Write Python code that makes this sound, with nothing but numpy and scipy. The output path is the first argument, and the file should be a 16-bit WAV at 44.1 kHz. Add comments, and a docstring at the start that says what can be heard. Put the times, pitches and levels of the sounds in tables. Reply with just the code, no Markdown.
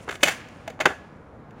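"""Two loud clacks among smaller knocks of a small metal stunt scooter on a quiet street, over gritty rolling.
Each knock is a short chatter of contacts that rings the frame, plus a decaying low thud of the deck.
House fronts return a short tail of sparse reflections; the handlebar tube rings on faintly.
Wheel roll and scuff are grit ticks and noise, coloured and levelled over time.
Underneath is the low rumble of the neighbourhood: dark noise with drifting patches."""
import sys
import numpy as np
from scipy import signal
from scipy.fft import rfft, irfft
from scipy.io import wavfile
from scipy.ndimage import uniform_filter1d

SR = 44100
rng = np.random.default_rng(int(sys.argv[2]) if len(sys.argv) > 2 else 0)


def volts_from_decibels(level):
    """Turn decibel levels (scalar or array-like) into linear amplitude factors."""
    exponent = np.asarray(level, float) / 20
    return 10 ** exponent


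def waveform_to_disk(signal):
    """Save audio, clipped to [-1, 1], as 16-bit WAV at the path in sys.argv[1]."""
    frames = np.transpose(np.atleast_2d(signal))
    scaled = np.clip(frames, -1, 1) * 32767
    samples = np.round(scaled).astype(np.int16)
    wavfile.write(sys.argv[1], SR, samples)


N = 70560


def evened(x):
    """Scales to rms 1."""
    return x / np.sqrt(np.mean(x ** 2) + 1e-20)


def read(points, hz):
    """Reads a table along log frequency."""
    f, value = np.transpose(points)
    return np.interp(np.log(hz + 1), np.log(f + 1), value)


def add(mix, start_s, sound):
    """Mixes a sound in at start_s."""
    part = mix[round(start_s * SR):][:len(sound)]
    part += sound[:len(part)]


def rumble():
    """Distant traffic and air: dark noise whose spectrum drifts in patches of time and frequency."""
    # spectrum of the rumble: (frequency [Hz], relative density [dB per Hz])
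    rumble_colour = [(15, -18), (25, -38), (54, -2), (264, -5), (326, -11), (472, -9.5), (892, -15.5),
                     (1230, -17), (2310, -29.5), (2500, -34), (14000, -67.5)]
    level_db, patchy_db = -45.5, 1.0
    frames, hz = N // 256 + 5, np.fft.rfftfreq(1024, 1 / SR)
    real, imag, patches = rng.standard_normal((frames, 513, 3)).T
    patches = uniform_filter1d(patches, 8, axis=0)  # over bins
    patches = evened(uniform_filter1d(patches, 10, axis=1))  # over frames
    gain_db = read(rumble_colour, hz)[:, None] + patchy_db * patches
    spectra = (real + 1j * imag) * volts_from_decibels(gain_db)
    noise = signal.istft(spectra, nperseg=1024, noverlap=768)[1][:N]
    return volts_from_decibels(level_db) * evened(noise)


def gritty(colour, curve):
    """Hard wheels tick over the grit of the tarmac: random ticks of uneven size in steady noise."""
    ticks_per_s, spread_db, noise_rms = 870, 4, 1.8
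    ticks = rng.random(N) < ticks_per_s / SR
    size = volts_from_decibels(spread_db * np.minimum(rng.exponential(1, N), 4))
    grit = evened(ticks * size * rng.choice([-1., 1.], N))
    grit = grit + noise_rms * rng.standard_normal(N)
    gain = volts_from_decibels(read(colour, np.fft.rfftfreq(N, 1 / SR)))
    coloured = evened(irfft(rfft(grit) * gain, N))
    return coloured * volts_from_decibels(np.interp(np.arange(N) / SR, *np.transpose(curve)))


def roll():
    """Rolling wheels: grit noise strongest in the middle band."""
    # rolling loudness: (time [s], rms level [dB])
    roll_curve = [(0, -54), (.07, -57), (.18, -68), (.33, -42.5), (.45, -49.5), (.57, -55.5), (0.701, -58),
                  (0.801, -70), (1.0, -57), (1.15, -65), (1.35, -106), (1.6, -59.5)]
    # rolling spectrum: (frequency [Hz], relative density [dB per Hz])
    roll_colour = [(200, -16.5), (500, -10), (1200, 1), (2500, 1), (3700, -9.5), (5300, -13.5), (7000, -19),
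                   (12000, -39.5), (16000, -34)]
    return gritty(roll_colour, roll_curve)


def scuff():
    """Sliding wheel: gritty hiss in the treble."""
    # sliding loudness: (time [s], rms level [dB])
    scuff_curve = [(0, -64), (.035, -56.5), (.06, -69), (.09, -59.5), (.15, -50), (.185, -70), (.21, -62),
                   (.23, -42), (.26, -40), (.32, -46), (.45, -72), (.55, -68.5), (.66, -73), (.75, -80),
                   (.85, -78), (.868, -51), (.93, -61.5), (1.02, -77.5), (1.55, -85.5), (1.6, -77.5)]
    # sliding spectrum: (frequency [Hz], relative density [dB per Hz])
    scuff_colour = [(3000, -14), (5000, 6), (7000, 11), (9500, 7.5), (13000, -9), (16000, -10)]
    return gritty(scuff_colour, scuff_curve)


def street(x):
    """Sparse reflections dying band by band plus a faint far tail; successive instants take different paths."""
    # decay between the house fronts: (frequency [Hz], t60 [s])
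    street_t60 = [(200, 0.34), (700, 0.27), (2000, 0.25), (6000, 0.28), (14000, 0.25)]
    level_db, far_t60_s, far_db, path_change_s = -12, 0.39, -22.5, .006
    out, turn = np.zeros(N), np.pi * np.arange(N) / SR / path_change_s
    slots = np.arange(200, SR - 20, 16)  # one reflection per 16 samples
    for path in range(3):
        taps = np.zeros(SR)
        taps[slots + rng.integers(0, 16, len(slots))] = rng.choice([-1., 1.], len(slots))
        hz, t, spectra = signal.stft(taps, SR, nperseg=256)
        near = volts_from_decibels(-60 * t / read(street_t60, hz)[:, None])
        far = volts_from_decibels(far_db - 60 * t / far_t60_s)
        tail = signal.istft(spectra * (near + far), SR, nperseg=256)[1]
        share = np.sqrt(2 / 3) * np.cos(turn + path * np.pi / 3)  # squares of the three sum to 1
        out += signal.fftconvolve(x * share, tail / np.linalg.norm(tail))[:N]
    return volts_from_decibels(level_db) * out


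def bar(x):
    """Every knock leaves the handlebar tube ringing faintly: one long decaying mode."""
    hz, level_db, t60_s = 1690, -37.5, 0.59
    t = np.arange(SR // 2) / SR
    ring = volts_from_decibels(-60 * t / t60_s) * np.sin(2 * np.pi * hz * t)
    return volts_from_decibels(level_db) * signal.fftconvolve(x, ring / np.linalg.norm(ring))[:N]


def contact_chatter(length_s, hit, size, sign):
    """A burst of uneven contacts of either sign that swells and fades over its length."""
    contacts_per_s, spread_db, rise_lengths, fade_db = 7000, 6, 0.54, -7
    u = np.arange(len(hit)) / SR / max(length_s, 3e-4)  # time in chatter lengths
    force = volts_from_decibels(-spread_db * np.log(size + 0.057)) * np.sign(sign - .5)
    contacts = (hit < contacts_per_s / SR) * force
    contacts[0] = 1
    return contacts * np.minimum((u + 0.033) / rise_lengths, 1) * volts_from_decibels(fade_db * u ** 2)


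def frame_ring(t, nudges):
    """Decaying modes of frame, bars and wheels, slightly detuned by each knock, plus a sharp crack."""
    # modes: (frequency [Hz], level [dB], t60 [s] before the caps below)
    frame_modes = [(800, -2.5, 0.018), (1158, -21.5, 0.072), (1500, -6, 0.016), (1720, 2, 0.013),
                   (1870, -7.5, 0.06), (2178, 7.5, 0.016), (2640, 6, 0.015), (3037, 6, 0.011),
                   (3596, 9.5, 0.006), (4570, 9, 0.0033), (6220, 8.5, 0.0033), (7080, 12, 0.0033),
                   (9210, -10, 0.012), (12500, -17, .003)]
    longest_t60_s, most_cycles, detune, crack_db = .025, 45, .03, -7.5
    ring = np.zeros(len(t))
    for (hz, db, t60_s), nudge in zip(frame_modes, nudges):
        capped_s = min(t60_s, longest_t60_s, most_cycles / hz)
        pitch_hz = hz * (1 + detune * (2 * nudge - 1))
        ring += volts_from_decibels(db - 60 * t / capped_s) * np.sin(2 * np.pi * pitch_hz * t)
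    ring = ring / np.linalg.norm(ring)
    ring[1] += volts_from_decibels(crack_db)
    return ring


def colour_db(hz, bright_hz, slope_db):
    """Contact is loudest near one pitch; softer ones dull the treble; the small frame radiates little bass."""
    slope_to_hz, thin_under_hz, top_hz = 6065, 400, 10600
    below_db_per_octave, peak_db, peak_octaves = 1, 4.5, 0.31
    slope = np.log2((1 + (hz / bright_hz) ** 2) / (1 + (hz / slope_to_hz) ** 2)) / 2
    below = np.log2(1 + (bright_hz / (hz + 20)) ** 2) / 2
    edges = (1 + (thin_under_hz / (hz + 20)) ** 4) * (1 + (hz / top_hz) ** 4)
    peak = np.exp(-(np.log2((hz + 20) / bright_hz) / peak_octaves) ** 2)
    return peak_db * peak + slope_db * slope - below_db_per_octave * below - 10 * np.log10(edges)


def deck_thud(t, level_db, thud_hz, thud_db):
    """Deck thuds once: three decaying partials, the lowest growing with the knock level."""
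    t60_s, rise_s = .05, .004
    under_db = -5 + .45 * level_db
    thud = np.sin(2 * np.pi * thud_hz * t) + .4 * np.sin(2 * np.pi * thud_hz * 1.24 * t)
    thud = thud + volts_from_decibels(under_db) * np.sin(2 * np.pi * thud_hz * .48 * t)
    return 2 * thud * (1 - np.exp(-t / rise_s)) * volts_from_decibels(thud_db - 60 * t / t60_s)


def knock(level_db, length_s, thud_hz, thud_db, bright_hz, slope_db):
    """A chatter of contacts rings the frame and cracks; the deck thuds once."""
    t = np.arange(4096) / SR
    hit, size, sign = rng.random((3, len(t)))
    contacts = contact_chatter(length_s, hit, size, sign)
    ring = frame_ring(t, size[::-1])
    hz = np.fft.rfftfreq(8192, 1 / SR)
    log_gain = np.log(volts_from_decibels(colour_db(hz, bright_hz, slope_db)))
    mirrored = np.r_[log_gain, log_gain[-2:0:-1]]
    causal = np.exp(np.conj(signal.hilbert(mirrored)))[:len(hz)]  # minimum phase
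    chatter = rfft(contacts, 8192)
    chatter = chatter / np.sqrt(uniform_filter1d(abs(chatter) ** 2, size=59))  # no broad colour of its own
    clack = irfft(chatter * rfft(ring, 8192) * causal)[:len(t)]
    clack = clack / np.sqrt(uniform_filter1d(clack ** 2, 176).max())  # loudest 4 ms at rms 1
    return volts_from_decibels(level_db) * (clack + deck_thud(t, level_db, thud_hz, thud_db))


def scene():
    """Scooter knocks with street and bar response, wheels and background."""
    # knocks: (time [s], level [dB], chatter length [s], deck thud [Hz], deck thud [dB re amplitude 2],
    #          brightest pitch [Hz], treble slope [dB per octave])
    knocks = [(0.0778, -28.5, .004, 918, -1, 1100, -20), (0.0878, -26, .007, 800, -12, 1600, -12),
              (0.0938, -33.5, .005, 400, -2.5, 2300, -11), (0.107, -31, 0.0094, 800, -26, 1500, -4.5),
              (0.121, -32, 0.01, 800, -16, 1400, -7.5), (0.14, -38.5, .006, 800, -10.5, 1600, -9.5),
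              (0.1515, -35, .007, 800, -14, 3000, -10.5), (0.203, -44, .016, 650, -9.5, 2500, -7.5),
              (0.2295, -9, .009, 573.4, -2.5, 2900, -2), (0.248, -24, .022, 600, -4, 2200, -3),
              (.298, -30, .03, 876, -10, 1802, -4), (0.272, -22.5, .005, 666, 3, 1500, -3),
              (0.2757, -18, .018, 663.6, -5.5, 1900, -3), (0.486, -52.5, .003, 613, -28, 6300, 0.5),
              (.676, -32.5, .005, 661, 7.5, 2200, -6.5), (0.7003, -41, .006, 493, 7, 2200, -4),
              (0.792, -35.5, 0.00054, 800, 0, 1200, -15), (0.8014, -19, 0.014, 627, 3, 2200, -11),
              (0.82, -39, .004, 620, -4, 2800, -12.5), (0.8547, -8, .007, 376.5, -5, 1500, -12),
              (0.866, -19, .007, 400, -9, 1300, -19.5), (0.902, -34.5, .012, 764, 7, 1600, -19),
              (1.506, -57, .006, 697, 7, 2800, -5.5)]
    floor = rumble()
    wheels = roll() + scuff()
    scooter = np.zeros(N)
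    for start_s, *settings in knocks:
        add(scooter, start_s, knock(*settings))
    return (scooter + street(scooter) + bar(scooter) + wheels + floor)[None]


def low_pass(x):
    """Removes everything above the highest recorded frequency."""
    return signal.sosfilt(signal.butter(12, 16290, fs=SR, output="sos"), x)


def record(dry):
    """Overload clips, the microphone housing cuts a narrow dip, and both band edges roll off or stop."""
    notch_hz, notch_width_hz, notch_db = 8100, 200, -8
    low_cut_hz, edge_hz = 36, 16200
    hz = np.fft.rfftfreq(N, 1 / SR)
    dip = volts_from_decibels(notch_db / (1 + ((hz - notch_hz) / notch_width_hz) ** 2))
    band = (hz < edge_hz) / np.sqrt(1 + (low_cut_hz / (hz + 1)) ** 6)
    clipped = np.clip(dry, -.93, .93)
    mix = irfft(rfft(clipped) * dip * band, N)
    return low_pass(mix)


dry = scene()
out = record(dry)
waveform_to_disk(out)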